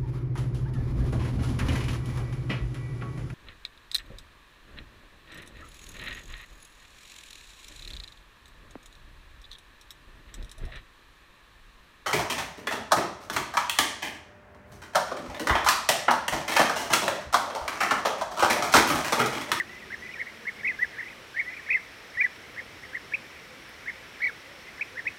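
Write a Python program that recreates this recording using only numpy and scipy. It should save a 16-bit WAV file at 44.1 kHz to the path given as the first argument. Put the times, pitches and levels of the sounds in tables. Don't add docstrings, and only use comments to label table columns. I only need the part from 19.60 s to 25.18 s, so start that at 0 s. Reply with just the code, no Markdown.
import sys
import numpy as np
from scipy import signal
from scipy.fft import rfft, irfft
from scipy.io import wavfile
from scipy.ndimage import uniform_filter1d

SR = 44100
rng = np.random.default_rng(int(sys.argv[2]) if len(sys.argv) > 2 else 0)


def file_out(sig):
    cols = np.atleast_2d(sig).T
    lim = np.clip(cols, -1, 1)
    pcm = np.round(lim * 32767).astype(np.int16)
    wavfile.write(sys.argv[1], SR, pcm)


def volts_from_db(level):
    exponent = np.asarray(level, float) / 20
    return 10 ** exponent


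N = 246078

# centre_hz, width_hz, level_db
BEAK = [(5800, 350, 0), (9100, 250, -6), (11800, 450, -5), (14400, 350, -5)]

# from_top_s, pitch_hz, level_db
ARCH = [(-.045, 1513, -40), (-.033, 1714, -11), (-.024, 1820, -24), (-.011, 1930, -10), (0.0, 2012, 0),
        (.005, 1950, -1.5), (.009, 1850, -30), (.017, 1710, -10), (.026, 1520, -40)]
PIP = [(-.031, 1457, -32), (-.019, 1804, -11.5), (-.016, 1830, -30), (-.011, 1950, -30), (-.008, 2270, -1),
       (-.004, 2390, -1), (0.0, 2640, -2.5), (.007, 2340, -3.5), (.013, 1950, -22)]
CLIMB = [(-.062, 1445, -30), (-.051, 1658, -14.5), (-.043, 1730, -29), (-.025, 1870, -4),
         (-.018, 1920, -19), (-.014, 1946, -4.5), (0.0, 2290, 0.5), (.005, 2030, -4.5), (.022, 1650, -28)]
TAIL = [(0.0, 1870, -2), (.002, 2010, 0), (.006, 1980, -15), (.01, 1820, -2), (.014, 1890, -20),
        (.022, 1630, -21), (.029, 1290, -29)]
# figure, top_s, level_db, pace_factor, path_index
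FIGURES = [
    (TAIL, 0, -19.5, 0.99, 0),
    (ARCH, 1.23, -19, 1, 1),
    (CLIMB, 1.802, -23.5, 1, 2),
    (ARCH, 2.649, -18.5, 0.91, 1),
    (PIP, 3.546, -22.5, 0.98, 0),
    (PIP, 5.22, -25, 1, 0),
]
# second_partial_db, higher_partials_db, ground_echo_ms, echo_db
FIGURE_PATHS = [(-80, -85, 4.5, -16), (-80, -62.5, 4, -18), (-80, -85, 10, -10)]

# start_s, length_s, level_db, first_pitch_hz, last_pitch_hz
NEAR_ROLLS = [
    (1.028, .1, -33.5, 1440, 1470),
    (2.084, .101, -30, 1470, 1460),
    (2.567, .064, -27.5, 1560, 2005),
    (4.599, .11, -34.5, 1270, 990),
    (5.449, .044, -35, 1440, 1970),
]
# second_partial_db, higher_partials_db, ground_echo_ms, echo_db
ROLL_PATHS = [(-80, -85, 4.1, -11), (-78, -85, 10.6, -15), (-72, -78, 4, -17), (-55, -62, 3.6, -10),
              (-80, -85, 4, -15)]
# top_s, height_hz, length_s, level_change_db
NEAR_FLICKS = [(1.054, 270, .02, -.5), (1.08, 590, .025, .5), (1.101, 150, .022, 2.5), (2.11, 530, .021, 1),
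               (2.134, 650, .028, -2.5), (2.156, 180, .02, 2), (2.616, 410, .031, .5),
               (4.625, 290, .015, -2), (4.646, 330, .019, 4.5), (4.673, 330, .017, 1.5),
               (5.473, 140, .015, 4), (5.481, 600, .02, -.5)]
# start_s, length_s, level_db, first_pitch_hz, last_pitch_hz
FAR_ROLLS = [(0.091, .16, -46, 1870, 1720), (0.419, .064, -42, 1900, 2010), (.488, .061, -38, 1970, 2010),
             (.553, .026, -42, 2010, 1600), (.657, .034, -42, 1640, 1950), (1.424, .021, -38, 1900, 2010),
             (1.453, .086, -41, 2010, 1620), (1.755, .035, -37.5, 1810, 2010),
             (1.846, .068, -41, 1560, 2010), (1.918, .034, -39, 2010, 2010), (1.963, .045, -37, 2010, 1620),
             (2.058, .03, -40.5, 1760, 1950), (2.185, .027, -44, 2010, 2010),
             (3.221, 0.041, -42.5, 1740, 1800), (4.136, 0.031, -53, 1765, 1860),
             (5.068, 0.029, -43.5, 1800, 2010)]
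# top_s, height_hz, length_s, level_change_db
FAR_FLICKS = [(.196, 720, .03, -7), (.213, 450, .02, -6), (.477, 560, .018, -8), (.525, 940, .044, -16),
              (.543, 250, .012, 5), (.678, 340, .02, -1), (1.44, 700, .014, -12), (1.456, 220, .012, -3),
              (1.479, 330, .016, -3), (1.492, 600, .026, -9), (1.517, 610, .028, -10), (1.771, 200, .02, 1),
              (1.89, 0, .05, 7), (1.907, 460, .016, -7), (1.92, 420, .014, -8), (1.945, 440, .02, -3),
              (1.971, 450, .022, -3), (1.986, 330, .02, -12), (2.076, 300, .02, -2), (2.199, 140, .02, 2),
              (3.243, 230, .022, -2), (4.15, 450, .022, 0), (5.083, 140, .02, 0)]

# from_top_s, pitch_hz, level_db
PHRASE = [(-.032, 1474, -12.5), (-.022, 1725, -8), (-.018, 1756, -36), (-.013, 1790, -5), (-.006, 2000, 1),
          (0.0, 2210, -5), (.008, 1950, 2), (.017, 1700, -8), (0.021, 1560, -30)]
# top_s, level_db, pitch_factor, bank_echo_ms
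REPEATS = [(.333, -33, 0.98, 9.9), (.607, -31.5, 1.01, 10), (.882, -30, 1.025, 6.5), (1.001, -44, 1.05, 11),
           (1.398, -33, .97, 10.6), (2.547, -42.5, 1.046, 11.7), (2.846, -50, 1.04, 14),
           (2.989, -34.5, .99, 9.9), (3.359, -32.5, .99, 7.3), (4.288, -30.5, 1, 9.7),
           (5.386, -33.5, 0.97, 10)]
# start_s, length_s, pitch_hz, level_db
SCRAPS = [(.69, 0.023, 2100, -46.5), (0.953, 0.036, 2180, -48), (1.128, .03, 2073, -43),
          (1.31, 0.042, 2000, -49), (1.905, .03, 1820, -45), (2.718, 0.028, 1855, -47),
          (3.439, 0.024, 2100, -54), (4.368, .04, 1986, -50), (4.416, .04, 1715, -49.5),
          (4.853, 0.031, 2034, -50), (5.174, .025, 2060, -47)]
# time_s, level_db
COLONY = [(0.0, -46), (0.64, -47), (0.92, -52), (1.35, -45.5), (1.7, -54.5), (1.97, -45), (2.33, -48.5),
          (2.56, -55), (2.73, -47), (4.02, -49.5), (5.58, -48)]

# time_s, pitch_hz, level_db
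SONGBIRD = [
    [(.07, 6350, -72), (.125, 6550, -68), (.16, 6750, -72)],
    [(.37, 6750, -68), (.392, 6200, -81), (.398, 6150, -62), (.415, 5970, -61), (.425, 5930, -74),
     (.44, 6060, -68), (.472, 6060, -64), (.48, 6010, -74)],
]
# middle_s, length_s, top_pitch_hz, end_pitch_share, level_db
HOOTS = [(.6, .1, 515, 0.9, -58), (.83, .1, 474, .98, -61.5), (1.009, .08, 463, 1, -57),
         (1.55, .16, 553, 0.89, -58), (1.82, .1, 517.5, 1, -64), (2.14, .1, 500.5, 0.96, -58),
         (2.45, .1, 495, 0.72, -61), (2.98, .17, 547, 0.83, -58), (3.3, 0.097, 515.4, 0.98, -60),
         (3.56, 0.18, 556, 0.82, -59.5), (3.92, .1, 515, 0.94, -56), (4.39, .1, 540, 0.93, -57),
         (4.71, .07, 512, 0.9, -57.5), (4.93, 0.19, 575, 0.83, -59.5), (5.35, 0.081, 519, 0.91, -55)]
# pitch_hz, chirps_per_s, pulses_per_s, first_chirp_s, level_db
CRICKETS = [
    (5350, 4.55, 30, .08, -59.5),
    (5290, 3.7, 28.5, .2, -65),
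    (5700, 4.1, 31, .05, -66),
    (5560, 3.3, 27, .15, -70),
    (5900, 4.9, 33, .11, -71),
]
# time_s, peak_db
TICK = [
    (4.0936, -45),
]

# frequency_hz, level_db_per_hz
AIR = [(20, -40), (35, -12), (65, -5), (200, -8.5), (460, -5), (850, -6.5), (1400, -3.5), (2200, -4.5),
       (3300, -7.5), (4800, -14), (5600, -12.5), (6600, -20.5), (12500, -26.5), (15500, -29)]
# time_s, level_db
RUMBLE = [
    (0.0, -54.5),
    (0.5, -53.5),
    (0.65, -58.5),
    (1.07, -54.5),
    (2.27, -58.5),
    (2.92, -55.5),
    (5.28, -57.5),
    (5.53, -53),
    (5.58, -61.5),
]
# centre_hz, width_hz, last_s, level_db
DRONE = [
    (370, 45, 0.64, -60),
    (216.5, 28, 1.33, -61),
]

HOLD_HZ, GLIDE_UP_S, GLIDE_DOWN_S = 2005, .0095, .013
SWELL_S, SWELL_DB = .01, 1.5
EDGE_LOSS_DB, FULL_GLIDE_HZ = 24, 500
FLICK_RISE_SHARE = .47
TRILL_GAIN_DB, TRILL_EDGE_S = 7.5, .003

BANKS_T60_S, BANKS_DB = 0.37, -21.5
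BUSHES_T60_S, BUSHES_DB = .12, -16


def rms_one(x):
    return x / np.sqrt(np.mean(x ** 2) + 1e-20)


def in_time(rows):
    s, level_db = np.transpose(rows)
    return np.interp(np.arange(N) / SR, s, level_db)


def add(out, sound, s):
    at = max(round(s * SR), 0)
    out[at:at + len(sound)] += sound[:N - at]


def drift(rate_hz):
    knots = rng.standard_normal(600)
    return np.interp(np.arange(N) / SR * rate_hz, np.arange(600), knots)


def scatter(x, t60_s):
    t = np.arange(SR // 2) / SR
    swarm = rng.standard_normal(len(t)) * volts_from_db(-60 * t / t60_s) * np.minimum(t / 0.0078, 1)
    return signal.fftconvolve(x, swarm / np.sqrt(np.sum(swarm ** 2)))[:N]


def whistle(rows, second_db=-99, higher_db=-99, echo_ms=4, echo_db=-60, tilt_db=0, flutter_db=0):
    s, hz, level_db = np.transpose(rows)
    t = s[0] + np.arange(round((s[-1] - s[0]) * SR)) / SR
    hz = uniform_filter1d(np.interp(t, s, hz), size=90, mode="nearest")
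    phase = 2 * np.pi * np.cumsum(hz) / SR

    since_start = t - s[0] + (s[0] <= 0)
    fade = np.clip(np.minimum(since_start, s[-1] - t) / 0.0042, 0, 1)
    shimmer = np.interp(t - s[0], np.arange(60) / 220, rng.standard_normal(60))
    tone = np.cos(phase) * np.interp(t, s, volts_from_db(level_db)) * volts_from_db(flutter_db * shimmer) * fade

    effort = signal.windows.tukey(len(t), .3) * volts_from_db(4.5 * shimmer[::-1])
    upper = volts_from_db(second_db) * np.cos(2 * phase)
    for k in range(3, 10):
        resonance = sum(volts_from_db(db) * np.exp(-((k * hz - centre) / width) ** 2) for centre, width, db in BEAK)
        upper += volts_from_db(higher_db) * np.cos(k * phase) * resonance

    lag = np.zeros(round(echo_ms * SR / 1000))
    echo = volts_from_db(echo_db + tilt_db * (hz - 2100) / 100) * tone
    return np.sqrt(2) * (np.r_[tone + upper * effort, lag] + np.r_[lag, echo])


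def roll(flicks, trill_db, start, length, level_db, first_hz, last_hz):
    s = np.linspace(start, start + length, 120)
    hz = HOLD_HZ
    db = level_db - SWELL_DB * np.exp((start - s) / SWELL_S)

    glide_up = np.exp((start - s) / GLIDE_UP_S)
    glide_down = np.exp((s - s[-1]) / GLIDE_DOWN_S)
    for edge_hz, share in (first_hz, glide_up), (last_hz, glide_down):
        depth = HOLD_HZ - edge_hz
        hz = hz - depth * share
        db = db - EDGE_LOSS_DB * min(depth / FULL_GLIDE_HZ, 1) * share ** 2.5

    own = [flick for flick in flicks if start <= flick[0] <= s[-1]]
    for top, height_hz, flick_s, change_db in own:
        side = flick_s * np.where(s < top, FLICK_RISE_SHARE, 1 - FLICK_RISE_SHARE)
        lift = np.cos(np.pi / 2 * np.clip(np.abs(s - top) / side, 0, 1) ** 1.15) ** 2
        hz = hz + height_hz * lift
        db = db + change_db * lift

    if trill_db:
        after_first = s - own[0][0] + own[0][2] * .45
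        before_last = own[-1][0] + own[-1][2] * .35 - s
        db = db + trill_db * np.clip(np.minimum(after_first, before_last) / TRILL_EDGE_S, 0, 1)
    return np.c_[s, hz, db]


def near_figures():
    out = np.zeros(N)
    for figure, s, level_db, pace, path in FIGURES:
        rows = np.array(figure) * [pace, 1, 1] + [s, 0, level_db]
        add(out, whistle(rows, *FIGURE_PATHS[round(path)], flutter_db=.8), rows[0, 0])
    return out


def colony(count=260):
    out, t = np.zeros(N), np.arange(SR // 8) / SR
    s, hz, level_db = np.transpose(PHRASE)
    for when, pitch, pace, size in rng.random((count, 4)):
        steps = (s - s[0]) * (.7 + 0.902 * pace)
        call_hz = np.interp(t, steps, hz) * (.9 + .35 * pitch)
        phase = 2 * np.pi * np.cumsum(call_hz) / SR
        envelope = np.interp(t, steps, volts_from_db(level_db + 5.5 * size), right=0)
        add(out, envelope * np.sin(phase), when * N / SR)
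    out = 0.69 * out + scatter(out, t60_s=0.8)
    return volts_from_db(in_time(COLONY) - 5.0) * rms_one(out)


def air():
    hz = np.maximum(np.fft.rfftfreq(N, 1 / SR), 1)
    colour_hz, colour_db = np.transpose(AIR)
    colour = volts_from_db(np.interp(np.log(hz), np.log(colour_hz), colour_db))
    hiss = rms_one(irfft(rfft(rng.standard_normal(N)) * colour, N))
    bass = signal.sosfiltfilt(signal.butter(2, 430, fs=SR, output="sos"), hiss)
    swell_db = in_time(RUMBLE) - np.min(np.array(RUMBLE)[:, 1])
    return volts_from_db(-48.5) * (hiss + (volts_from_db(swell_db) - 1) * bass)


def drone():
    out, t = np.zeros(N), np.arange(N) / SR
    for hz, width, until, level_db in DRONE:
        band = signal.butter(2, [hz - width / 2, hz + width / 2], "band", fs=SR, output="sos")
        hum = rms_one(signal.sosfilt(band, rng.standard_normal(N)))
        out += volts_from_db(level_db) * hum * np.clip((until - t) / 0.16, 0, 1)
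    return out


def crickets():
    t, out = np.arange(N) / SR, np.zeros(N)
    for hz, chirps, pulses, first, level_db in CRICKETS:
        since = (t - first) % (1 / chirps)
        strokes = np.maximum(np.sin(2 * np.pi * pulses * since), 0) * (since < 4 / pulses)
        phase = 2 * np.pi * np.cumsum(hz + 40 * drift(40)) / SR
        out += volts_from_db(level_db + 2.5 * drift(6)) * strokes * np.sin(phase)
    return out + .6 * scatter(out, t60_s=.12)


def songbird():
    out = np.zeros(N)
    for rows in SONGBIRD:
        add(out, whistle(rows, flutter_db=2.5), rows[0][0])
    return out


def far_rolls():
    out = np.zeros(N)
    for call in FAR_ROLLS:
        rows = roll(FAR_FLICKS, 0, *call)
        add(out, whistle(rows, echo_ms=7.3, echo_db=-9, flutter_db=2.7), call[0])
    return out


def repeating_bird():
    out = np.zeros(N)
    for s, level_db, pitch, echo_ms in REPEATS:
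        rows = np.array(PHRASE) * [1, pitch, 1] + [s, 0, level_db]
        flutter_db = 2.2 if level_db > -36 else 4
        call = whistle(rows, echo_ms=echo_ms, echo_db=-4, tilt_db=3.5, flutter_db=flutter_db)
        add(out, call, rows[0, 0])
    return out


def dove():
    out = np.zeros(N)
    for s, length, hz, ends, level_db in HOOTS:
        rows = [(.01, ends * hz, level_db - 4), (.4 * length, hz, level_db),
                (.6 * length, hz, level_db), (length, ends * hz, level_db - 4)]
        add(out, whistle(rows, echo_ms=23, echo_db=-3), s - length / 2)
    return out


def scraps():
    out = np.zeros(N)
    for s, length, hz, level_db in SCRAPS:
        rows = [(s, .93 * hz, level_db - 11),
                (s + length / 2, hz, level_db),
                (s + length, 0.996 * hz, level_db - 17)]
        add(out, whistle(rows, echo_ms=9.1, echo_db=-14.0, flutter_db=3.5), s)
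    return out


def near_rolls():
    out = np.zeros(N)
    for call, path in zip(NEAR_ROLLS, ROLL_PATHS):
        rows = roll(NEAR_FLICKS, TRILL_GAIN_DB, *call)
        add(out, whistle(rows, *path, flutter_db=.8), call[0])
    return out


def tick():
    out, t = np.zeros(N), np.arange(300) / SR
    treble = signal.butter(2, 9500, "high", fs=SR, output="sos")
    burst = signal.sosfilt(treble, rng.standard_normal(len(t)))
    for s, peak_db in TICK:
        add(out, volts_from_db(peak_db - 1) * burst * volts_from_db(-60 * t / .012), s)
    return out


def scene():
    calls = near_figures() + far_rolls() + repeating_bird() + scraps() + near_rolls()
    bushes = volts_from_db(BUSHES_DB) * scatter(calls, BUSHES_T60_S)
    banks = volts_from_db(BANKS_DB) * scatter(calls, BANKS_T60_S)
    birds = calls + bushes + banks + colony() + songbird() + dove()
    return (birds + crickets() + tick() + drone() + air())[None]


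def roll_off(x):
    return signal.sosfilt(signal.butter(12, 15640, fs=SR, output="sos"), x)


def record(dry):
    return roll_off(dry)


dry = scene()
out = record(dry)
file_out(out)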